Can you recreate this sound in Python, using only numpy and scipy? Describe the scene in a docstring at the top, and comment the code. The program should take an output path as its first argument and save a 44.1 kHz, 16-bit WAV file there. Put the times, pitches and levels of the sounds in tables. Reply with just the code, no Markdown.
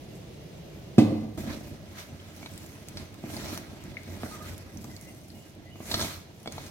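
"""Low room rumble, thin hiss and a faint rustle with a tiny pop come first; then a steel bowl thumps on a counter
and rocks. A hand kneads shredded cabbage and flour in it, close to the microphone in a small kitchen.
Filtered random grains make the rubbing, crushing and fizzing; decaying sines and noise bursts make the pops,
knocks and taps; decaying grain runs make the snapping ribs; gliding tones make the squeaks.
Decaying diffuse noise, convolved with every source but the background, makes the room's answer."""
import sys
import numpy as np
from scipy import signal
from scipy.fft import rfft, irfft, next_fast_len
from scipy.io import wavfile
from scipy.ndimage import uniform_filter1d, map_coordinates

SR = 44100
rng = np.random.default_rng(int(sys.argv[2]) if len(sys.argv) > 2 else 0)


def put_to_file(sound):
    """Save the sound as 16-bit audio at rate SR, in the file named by the first command-line argument."""
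    columns = np.atleast_2d(sound).T  # one column per channel
    safe = np.clip(columns, -1, 1)
    whole_steps = np.round(safe * 32767)
    wavfile.write(sys.argv[1], SR, whole_steps.astype(np.int16))


N = 295514

LAG = 0.00012  # lead of the left, nearer microphone port [s]
REBOUND_S = 0.03  # the rocking bowl meets the counter again after this time

# The bowl lands and rocks on the counter: (time [s], level [dB], damping by the hand [dB/s],
# loss per rebound [dB], crack over the knock [dB], upper edge of the crack [Hz], t60 of the crack [s])
KNOCKS = [(0.982, 0.5, 9, 16.5, -21, 13900, 0.13), (1.121, -18.5, 0, 5, -44, 1000, .03),
          (1.222, -26.5, 10, 4.5, -40, 1001, 0.033), (1.397, -26, 42, 15, -36, 3000, .06),
          (1.474, -25, 22, 4, -40, 3000, .08), (3.2386, -25, 42, 6, -6, 2210, 0.012),
          (4.2336, -26, 198, 19, 8, 1510, 0.013), (4.8434, -33.5, 30, 17, -6, 1500, .04),
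          (5.757, -48, 600, 25, 10.5, 2500, 0.017), (5.8028, -30.5, 300, 14, 0, 1600, 0.02),
          (6.459, -33.5, 596, 27, 4, 900, 0.018), (6.4748, -31.5, 500, 31, 5.5, 1010, 0.013),
          (6.5803, -43.5, 500, 30, 8, 2620, 0.014)]
# Colour of breaking ribs: (frequency [Hz], relative level [dB])
RIB = [(200, -34), (600, 4.5), (1300, -1), (1750, -7.5), (2250, -5), (2800, -9), (3400, 1.5), (4350, 6.5),
       (4750, -6.5), (5600, -1.5), (6600, -12.5), (9000, -27), (16000, -29)]
# A handful is lifted and wet shreds peel apart: (time [s], length [s], fizz level at the height [dB])
LIFTS = [(2.255, 0.68, -57), (4.659, 0.65, -57.5), (5.247, 0.31, -60.5), (6.29, 0.23, -64)]


def amp(db):
    """Level is logarithmic: decibels to amplitude gain."""
    return 10 ** (np.asarray(db) / 20)


def unit(x):
    """Normalisation by signal power: scaled to rms 1."""
    return x / np.sqrt(np.mean(x ** 2) + 1e-20)


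def along(points, hz):
    """Pitch is logarithmic: (frequency [Hz], value) points read on a log axis."""
    f, v = np.transpose(points)
    return np.interp(np.log(hz + 1), np.log(f + 1), v)


def curves(rows):
    """Linear interpolation in time: one value per sample for each column after the time."""
    s, *cols = np.transpose(rows)
    return [np.interp(np.arange(N) / SR, s, c) for c in cols]


def wobble(rate):
    """Slow random modulation: a smooth curve through rate random knots a second."""
    knots = rng.standard_normal(int(N * rate / SR) + 4)
    return map_coordinates(knots, [np.arange(N) * rate / SR])


def filtered(x, response):
    """Linear filtering: the spectrum of x times a response of frequency."""
    n = x.shape[-1]
    m = next_fast_len(n + SR // 2)
    return irfft(rfft(x, m) * response(np.fft.rfftfreq(m, 1 / SR)), m)[..., :n]


def coloured(x, spectrum, size=2048):
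    """Minimum-phase filtering: a causal response keeps each grain's sharp front."""
    cepstrum = irfft(np.log(amp(along(spectrum, np.fft.rfftfreq(size, 1 / SR)))))
    # Folding the cepstrum onto positive time makes the filter causal.
    cepstrum[1:size // 2] *= 2
    cepstrum[size // 2 + 1:] = 0
    impulse = irfft(np.exp(rfft(cepstrum)))
    return signal.fftconvolve(x, impulse)[:N]


def diffuse(count):
    """Diffuse-field coherence: stereo noise, alike in the bass and unrelated in the treble."""
    # (frequency [Hz], left-right correlation [-1 to 1])
    likeness = [(25, 0), (90, 0.96), (250, 0.87), (500, 0.4), (1000, 0.19), (3000, 0)]

    def mid_side(hz):
        turn = np.arccos(np.clip(along(likeness, hz), -1, 1)) / 2
        return np.array([np.cos(turn), np.sin(turn)])

    mid, side = filtered(rng.standard_normal((2, count)), mid_side)
    return np.array([mid + side, mid - side])


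def add(track, s, sound):
    """Superposition: mix a sound into the track at time s."""
    part = track[..., round(s * SR):][..., :sound.shape[-1]]
    part += sound[..., :part.shape[-1]]


def sides(pan_db):
    """Level difference between ports: left and right gains, the left pan_db over the right."""
    return amp(pan_db * np.array([[.5], [-.5]]))


def delayed(x, lag):
    """Arrival-time difference: a mono sound at both ports, the left one lag seconds ahead."""
    return filtered(x, lambda hz: np.exp(1j * np.pi * hz * lag * np.array([[1], [-1]])))


def background():
    """Steady broadband noise: low room rumble and a thin, resonant hiss, slightly unsteady."""
    # (time [s], rumble level [dB], hiss level [dB])
    levels = [(0, -45, -56), (0.95, -44.5, -56.5), (1.3, -46.5, -61.5), (2.2, -52.5, -59.5),
              (4, -49.5, -60.5), (5.6, -53, -61.5), (6.7, -52, -60)]
    # Colours of the two noises: (frequency [Hz], relative level [dB])
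    rumble_colour = [(15, -58), (25, -20), (60, 0), (90, -2), (150, 4), (210, -2.5), (260, -9), (320, -3.5),
                     (490, -8.5), (660, -10), (850, -19), (1400, -30.5), (4000, -69)]
    hiss_colour = [(400, 6.5), (1200, -1), (2000, 4.5), (3400, 5), (6400, -3), (7500, -11.5), (10000, -11),
                   (14000, -10), (16000, -14)]
    # Narrow resonances in the hiss: (centre [Hz], half-width [Hz], height [dB])
    hiss_peaks = [(2830, 27, 3.5), (5040, 90, 2.5), (6470, 110, 5)]

    def hiss_gain(hz):
        peaks_db = sum(db / (1 + ((hz - centre) / width) ** 2) for centre, width, db in hiss_peaks)
        return amp(along(hiss_colour, hz) + peaks_db)

    rumble_db, hiss_db = curves(levels)
    rumble = unit(filtered(diffuse(N), lambda hz: amp(along(rumble_colour, hz))))
    hiss = unit(filtered(diffuse(N), hiss_gain))
    return amp(rumble_db + 0.081 * wobble(8.0)) * rumble + amp(hiss_db) * hiss


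def hand():
    """Incoherent addition: stirring, squeezes and lifts add in power; gives rub, shred and fizz levels in dB."""
    # The hand keeps turning the heap between squeezes: (time [s], force as shred level [dB])
    stirring = [(1.375, -55.5), (1.8, -58.5), (2.2, -58), (2.6, -55.5), (3.17, -59.5), (3.7, -55.5),
                (4.45, -54.5), (4.72, -58.5), (5.0, -60), (5.25, -63), (5.65, -63.5), (5.85, -69),
                (6.35, -68), (6.7, -68)]
    # The hand closes on the shreds: (time [s], hold [s], force as it lets go [dB],
    # rubbing on the bowl over the force [dB], wetness over the force [dB])
    squeezes = [(1.376, 0.035, -49.5, 10, 0), (1.44, 0.077, -58.5, 11.5, -4), (1.511, 0.022, -43.5, 7, -11),
                (1.6, 0.092, -55.5, 9, -1.5), (2.002, 0.0098, -46.5, -13, -5), (2.42, 0.038, -53, 4, -12),
                (2.99, 0.024, -50, 7, -7), (3.314, 0.24, -43.5, 6.5, -3), (4.126, 0.018, -55.5, 11.5, 0.5),
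                (4.246, 0.098, -49.5, 5, -1.5), (4.464, 0.034, -48, 5, -2.5), (5.898, 0.14, -42, 6, 0.5),
                (6.011, 0.017, -36.5, -4, -5), (6.077, 0.024, -42.5, 3, -4), (6.116, 0.021, -45.5, -5, -1),
                (6.535, 0.14, -49, 4, -5.5)]
    stir_rub_db, stir_rub_grows = -18.5, 0.5  # rubbing at a force of 0 dB; its dB per dB of force
    stir_wet_db = -9  # fizz over the force
    grip, build, release = 146, 15, 208  # dB/s: the fingers close, press ever harder, let go
    idle_db = -65.5  # faint rustle before the hand digs in

    t = np.arange(N) / SR
    stir_db, = curves(stirring)
    power = amp([stir_rub_db + stir_rub_grows * stir_db, stir_db, stir_db + stir_wet_db]) ** 2
    for s, hold, force_db, rub_db, wet_db in squeezes:
        below_db = grip * np.maximum(s - t, 0)
        below_db += build * np.clip(s + hold - t, 0, hold)
        below_db += release * np.maximum(t - s - hold, 0)
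        power += np.outer(amp([rub_db, 0, wet_db]), amp(force_db - below_db)) ** 2
    for s, length, db in LIFTS:
        power[2] += amp(db) ** 2 * np.sin(np.pi * np.clip((t - s) / length, 0, 1))
    return np.where(t < stirring[0][0], idle_db, 10 * np.log10(power))


def grains(rate, spread_db, smooth):
    """Shot noise: random tiny impulses of unequal size, on a share of smooth sliding noise."""
    sizes = amp(spread_db * np.clip(rng.standard_normal(N), -2, 2)) * rng.choice([-1, 1], N)
    ticks = unit(sizes * (rng.random(N) < rate / SR))
    smooth = np.clip(smooth, 0, 1)
    return np.sqrt(1 - smooth) * ticks + np.sqrt(smooth) * rng.standard_normal(N)


def patchy(x, depth_db):
    """Time-varying filtering: the colour drifts as the hand opens and covers parts of the bowl."""
    z = signal.stft(x, nperseg=512)[2]
    field = rng.standard_normal(z.shape[1:])
    field = uniform_filter1d(field, 11, 0)  # across frequency
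    field = uniform_filter1d(field, 9, 1)  # across time
    return signal.istft(z * amp(depth_db * unit(field)), nperseg=512)[1][:, :N]


def crunch(spectrum, rate, spread_db, smooth, alike, patchy_db):
    """Partial coherence: part of the grains reaches both ports directly, part is scattered by the bowl."""
    direct, left, right = [unit(coloured(grains(rate, spread_db, smooth), spectrum)) for _ in range(3)]
    alike = np.clip(alike, 0, 1)
    scattered = np.array([left, right])
    return unit(patchy(np.sqrt(alike) * delayed(direct, LAG) + np.sqrt(1 - alike) * scattered, patchy_db))


def kneading():
    """Friction and fracture: slipping shreds tick; firm squeezes merge into a crunch, the hardest break ribs."""
    # Colours of rubbing, crushed shreds, wet fizz and single tears: (frequency [Hz], relative level [dB])
    rub_colour = [(20, -84), (45, -6.5), (68, -5.5), (88, 4.5), (118, -4), (170, -2), (220, -1.5),
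                  (260, -6.5), (310, -5), (480, -15.5), (580, -12), (900, -19.5), (1500, -49), (4000, -71)]
    shred_colour = [(300, -34), (800, -5.5), (1240, 2), (1600, -0.5), (2150, 1.5), (2800, -3), (4300, -4),
                    (5000, -6.5), (6100, -6.5), (7500, -13.5), (12000, -18)]
    fizz_colour = [(2000, -25), (5500, -3), (7500, -4.5), (10000, -6.5), (13000, -4), (16000, -13)]
    tick_colour = [(500, -19), (1700, 12), (2300, 1.5), (3000, -4), (4300, -2), (6500, -5), (9000, -7),
                   (13000, -2), (16000, -18)]
    tick_db = -17.5  # single tears over the shreds

    rub_db, shred_db, fizz_db = hand()
    firmness = 1 / (1 + amp(-52.0 - shred_db))
    breaking = 1 / (1 + amp(-38.5 - shred_db) ** 2)
    clumps_db = 1.13 * wobble(70)
    rub = crunch(rub_colour, rate=500, spread_db=0.5, smooth=0.34, alike=0.88, patchy_db=2.0)
    leaves = crunch(shred_colour, rate=500, spread_db=5.0, smooth=0.41 + 0.47 * firmness,
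                    alike=0.15, patchy_db=2.0)
    ribs = crunch(RIB, rate=400, spread_db=6.0, smooth=0.18, alike=0.5, patchy_db=-0.5)
    shreds = np.sqrt(1 - breaking) * leaves + np.sqrt(breaking) * ribs
    fizz = crunch(fizz_colour, rate=470, spread_db=5.0, smooth=0.34 + 0.5 * firmness,
                  alike=0.039, patchy_db=2.5)
    ticks = crunch(tick_colour, rate=70, spread_db=3.5, smooth=0, alike=0.7, patchy_db=3.5)
    crushed = amp(shred_db) * (shreds + amp(tick_db) * ticks)
    return amp(clumps_db) * (amp(rub_db) * rub + crushed + amp(fizz_db) * fizz)


def small_pops(count):
    """Random cavity opening: count tiny pockets in each lifted handful, as rows for pops()."""
    over_fizz_db, centre_hz, spread_octaves, splash = 12.5, 7500, 0.34, 0.97
    rows = []
    for s, length, fizz_db in LIFTS:
        pitches = np.clip(rng.standard_normal(count), -2, 2)
        for when, pitch in zip(rng.random(count), pitches):
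            hz = centre_hz * 2 ** (spread_octaves * pitch)
            rows.append((s + when * length, fizz_db + over_fizz_db, hz, splash, 0))
    return rows


def pops():
    """Cavity resonance: each air pocket rings briefly at its own pitch, with a splash of noise around it."""
    # The larger pockets: (time [s], level [dB], pitch [Hz], share of splash [0-1], left over right [dB])
    pockets = [(0.154, -44, 8000, .95, 0), (2.1988, -43, 3130, 0, 0), (2.364, -40, 6960, 0.85, -6),
               (2.538, -38, 10000, 1, -2), (2.578, -34, 8550, 1, 2), (2.663, -36, 7000, 0.6, 0),
               (2.8859, -27.5, 7700, 0.73, 2), (3.1428, -37, 7300, 0.8, 0), (3.367, -26, 4500, 0.3, 0),
               (3.576, -22, 5730, 0.58, 2), (3.839, -35, 9500, 0.8, 4), (3.9694, -28, 2160, 0, 8),
               (4.034, -40.5, 8000, 1, 7), (4.58, -28.5, 11740, 0.33, -7), (4.773, -34, 6000, 0.16, -2),
               (4.8433, -32, 5840, 0.8, 3), (4.9146, -45, 4800, 0.5, 3), (4.965, -32.5, 4500, 0.46, -4),
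               (5.012, -33, 11100, 0.7, -6), (5.3027, -38.5, 4400, 0.3, 7.5), (6.431, -38, 10700, 0.5, 5),
               (6.5232, -28, 4300, 0.75, 1), (6.665, -34, 6400, 0.5, 5)]
    decay_cycles = 30.5  # cycles of the pitch in which a pocket falls by 60 dB

    out, t = np.zeros((2, N)), np.arange(SR // 10) / SR
    for s, db, hz, splash, pan_db in pockets + small_pops(count=4):
        t60, splash = decay_cycles / hz, np.clip(splash, 0, 1)
        ring = np.sin(2 * np.pi * hz * t) * (1 - np.exp(-t * hz))
        spray = unit(filtered(rng.standard_normal(len(t)),
                              lambda f: f * hz / (f * f + hz * hz) / np.sqrt(1 + f / hz)))
        burst = 2 * (1 - splash) * ring + splash * spray
        add(out, s, sides(pan_db) * amp(db - 60 * t / t60) * burst)
    return delayed(out, LAG)


def knocks():
    """Modal synthesis: the full bowl thuds and rebounds; modes of alternating sign blend into a round thump."""
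    # The loaded bowl on the counter: (mode frequency [Hz], relative level [dB], t60 [s])
    modes = [(109, -12, 0.18), (219.2, -6.5, 0.34), (217, -16, 0.69), (236.9, -9.5, 0.17),
             (276.8, -13.5, 0.26), (299, 0, 0.046), (299.8, -9.5, 0.31), (314.3, -26.5, 0.28),
             (453, -37, 0.55), (523, -31, 0.61), (555, -34, 0.46), (614, -43, 0.59), (670, -9, 0.013),
             (755, -28, 0.043), (953, -45, 0.37), (1177, -25.5, 0.048), (1405, -56, .4), (2051, -43, 0.46),
             (2240, -49, .35), (2794, -53, 0.36), (4237, -46, 0.51), (6470, -58, .5)]
    contact_s = 0.00066  # the blow builds up

    out, t = np.zeros(N), np.arange(SR * 3 // 4) / SR
    ring = np.zeros(len(t))
    for k, (hz, level, t60) in enumerate(modes):
        ring += (-1) ** k * amp(level - 60 * t / t60) * np.sin(2 * np.pi * hz * t)
    for s, db, damping, loss_db, *_ in KNOCKS:
        for k in range(3):
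            blow = amp(db - k * loss_db - damping * t) * ring * (1 - np.exp(-t / contact_s))
            add(out, s + k * REBOUND_S, blow)
    # So small a body hardly radiates deep bass.
    radiation = signal.butter(2, 75, "highpass", fs=SR, output="sos")
    return delayed(signal.sosfilt(radiation, out), LAG)


def cracks():
    """Impact noise: each contact of the bowl adds a short crack, duller when dough cushions it."""
    # (frequency [Hz], relative level [dB])
    crack_colour = [(40, -22), (150, -3), (450, 10), (650, 13), (850, 8), (1250, -0.5), (1600, -3.5),
                    (2300, 1.5), (4200, -3), (8000, -13.5), (16000, -15)]
    out, t = np.zeros(N), np.arange(SR // 4) / SR
    for s, db, _, loss_db, crack_db, edge_hz, t60 in KNOCKS:
        for k in range(3):
            grit = filtered(rng.standard_normal(len(t)), lambda hz: 1 / np.sqrt(1 + (hz / edge_hz) ** 4))
            add(out, s + k * REBOUND_S, amp(db + crack_db - k * loss_db - 60 * t / t60) * grit)
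    return delayed(coloured(out, crack_colour), LAG)


def snaps():
    """Brittle fracture: a rib cracks sharply, then a fading run of smaller cracks sounds in the bowl's hollow."""
    # Crisp ribs break, fibre after fibre: (time [s], starting level [dB], t60 [s], brightness [dB/octave])
    breaks = [(1.3767, -43, 0.038, -3), (2.4605, -33.5, 0.01, -2.5), (2.972, -38.5, 0.036, 1.5),
              (3.576, -33.5, 0.016, -1.5), (5.915, -28, 0.055, 4), (5.9421, -23, 0.054, 1),
              (6.0044, -30.5, 0.019, 8), (6.011, -27, 0.046, 2), (6.581, -34.5, 0.022, -3)]
    first_crack = 5.5  # amplitude of the first crack, over a run of rms 1 before its decay

    out, t = np.zeros(N), np.arange(SR // 5) / SR
    for s, db, t60, tilt_db in breaks:
        run = unit(rng.standard_normal(len(t)) * (rng.random(len(t)) < 4000 / SR))  # 4000 fibres a second
        fibres = run + first_crack * (t == 0)
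        colour = [(hz, level + tilt_db * np.log2(hz / 2000)) for hz, level in RIB]
        strength = np.linalg.norm(coloured(np.ones(1), colour))
        add(out, s, coloured(fibres * amp(db - 60 * t / t60), colour) / strength)
    return delayed(out, LAG)


def clinks():
    """Selective modal excitation: where a fingernail taps the bowl's wall decides which damped modes ring."""
    # A fingernail taps the steel: (time [s], level [dB], centre of the modes it excites [Hz])
    taps = [(2.4295, -35, 2300), (2.4603, -31.5, 2700), (2.9722, -29, 5200), (2.981, -34, 5300),
            (5.914, -24, 4100), (5.9418, -18.5, 4100), (6.459, -33, 3000), (6.4743, -23, 3300),
            (6.5807, -34, 2800)]
    # The bowl's wall: (mode frequency [Hz], relative level [dB], t60 [s])
    wall_modes = [(2090, -18, 0.045), (2270, -3.5, 0.034), (3400, 0, 0.012), (4060, -11, 0.015),
                  (4300, -5, 0.02), (4950, -8.5, .055), (5520, -12, 0.034), (6160, -13, .03),
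                  (8300, -9, .015)]
    spread_octaves = 0.4  # spread of the modes a tap excites
    click_db, click_t60 = -2, 0.005  # contact click: level relative to the tap, t60 in s

    out, t = np.zeros(N), np.arange(SR // 5) / SR
    for s, db, centre_hz in taps:
        ring = np.zeros(len(t))
        for hz, level, t60 in wall_modes:
            excitation = 1 / (1 + (np.log2(hz / centre_hz) / spread_octaves) ** 2)
            ring += excitation * amp(level - 60 * t / t60) * np.sin(2 * np.pi * hz * t)
        click = unit(filtered(rng.standard_normal(len(t)), lambda hz: 1 / (1 + (hz / centre_hz) ** 2)))
        onset = 1 - np.exp(-t / 0.00087)
        add(out, s, amp(db) * (ring * onset + click * amp(click_db - 60 * t / click_t60)))
    return delayed(out, LAG)


def squeaks():
    """Stick-slip friction: skin on wet steel gives a wavering tone that glides with the finger's speed."""
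    # Wet fingertips on the steel: (time [s], length [s], start pitch [Hz], end pitch [Hz],
    # level before the swell [dB], share of roughness [0-1])
    glides = [(4.3, .075, 1260, 1168, -49.5, .03), (4.39, 0.081, 1190, 1253, -53, .5),
              (4.485, 0.05, 1390, 1530, -65, .3), (4.88, 0.086, 2030, 1905, -60, .5),
              (4.94, .11, 2270, 2080, -60.5, 0.64), (5.049, 0.065, 1936, 2086, -59, .5),
              (5.05, 0.073, 2530, 2900, -62, .5), (5.325, .07, 2980, 2650, -64, .4),
              (5.36, .12, 2790, 2900, -66, .4), (5.635, 0.097, 1890, 2000, -62, 0.85),
              (5.68, 0.13, 2920, 2810, -64, .55), (6.002, 0.036, 5900, 6540, -38.5, 0.98)]
    arch, waver_share = 0.072, 0.0084  # shares of the pitch: mid-glide rise as the finger presses, waver

    out = np.zeros(N)
    for s, length, start_hz, end_hz, db, rough in glides:
        u, rough = np.linspace(0, 1, int(length * SR)), np.clip(rough, 0, 1)
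        width_hz = 0.04 * start_hz
        noise = rng.standard_normal((3, SR // 4))
        a, b, waver = filtered(noise, lambda hz: 1 / (1 + (hz / width_hz) ** 2))[:, :len(u)]
        bend = 1 + arch * (np.sin(np.pi * u) - 2 / np.pi) + waver_share * unit(waver)
        phase = 2 * np.pi * np.cumsum((start_hz + (end_hz - start_hz) * u) * bend) / SR
        pure = unit(np.sin(phase))
        narrow_noise = unit(a * np.cos(phase) + b * np.sin(phase))
        tone = np.sqrt(1 - rough) * pure + np.sqrt(rough) * narrow_noise
        add(out, s, amp(db) * np.sin(np.pi * u) * tone)
    return delayed(out, LAG)


def kitchen(x, early_db, tail_db):
    """Reverberation: bowl walls and counter reflect the sound early, then the room rings on."""
    # (frequency [Hz], t60 [s])
    decay_times = [(100, 1), (250, 0.47), (600, 0.91), (2000, 0.77), (5000, 0.64), (14000, 0.5)]
    hz, t, z = signal.stft(diffuse(SR * 3 // 4), SR, nperseg=512)
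    decay = amp(-60 * t / along(decay_times, hz)[:, None]) * (1 - np.exp(-t / 0.001))
    tail = signal.istft(z * decay, SR, nperseg=512)[1]
    t = np.arange(tail.shape[1]) / SR
    early = diffuse(len(t)) * amp(-60 * t / 0.042) * (t > 0.002)
    walls = amp(early_db) * early / np.linalg.norm(early[0]) + amp(tail_db) * tail / np.linalg.norm(tail[0])
    return x + signal.fftconvolve(x, walls, axes=1)[:, :N]


def scene():
    """Superposition of hand, bowl and room, each source with its own reverberant share."""
    return (background()
            + kitchen(kneading(), early_db=-10.0, tail_db=-12.5)
            + kitchen(pops(), early_db=-6.5, tail_db=-12)
            + kitchen(knocks(), early_db=-17, tail_db=-8.0)
            + kitchen(cracks(), early_db=-7.5, tail_db=-5)
            + kitchen(snaps() + clinks(), early_db=-6.5, tail_db=-11)
            + kitchen(squeaks(), early_db=-4, tail_db=-6.5))


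def record(dry):
    """Transduction: two ports of unequal colour, clipping at full scale, then a sharp band limit."""
    # (frequency [Hz], left over right [dB])
    port_colour = [(60, -2), (110, -1.5), (220, -0.5), (340, -5.5), (500, 1.5), (750, 1), (1250, -1.5),
                   (2500, -1), (4200, -.5), (6800, -4.5), (10000, 0.5), (15000, 2)]
    top_hz = 16100
    ports = filtered(dry, lambda hz: sides(along(port_colour, hz)))
    return filtered(np.clip(ports, -1, 1), lambda hz: hz < top_hz)


dry = scene()
out = record(dry)
put_to_file(out)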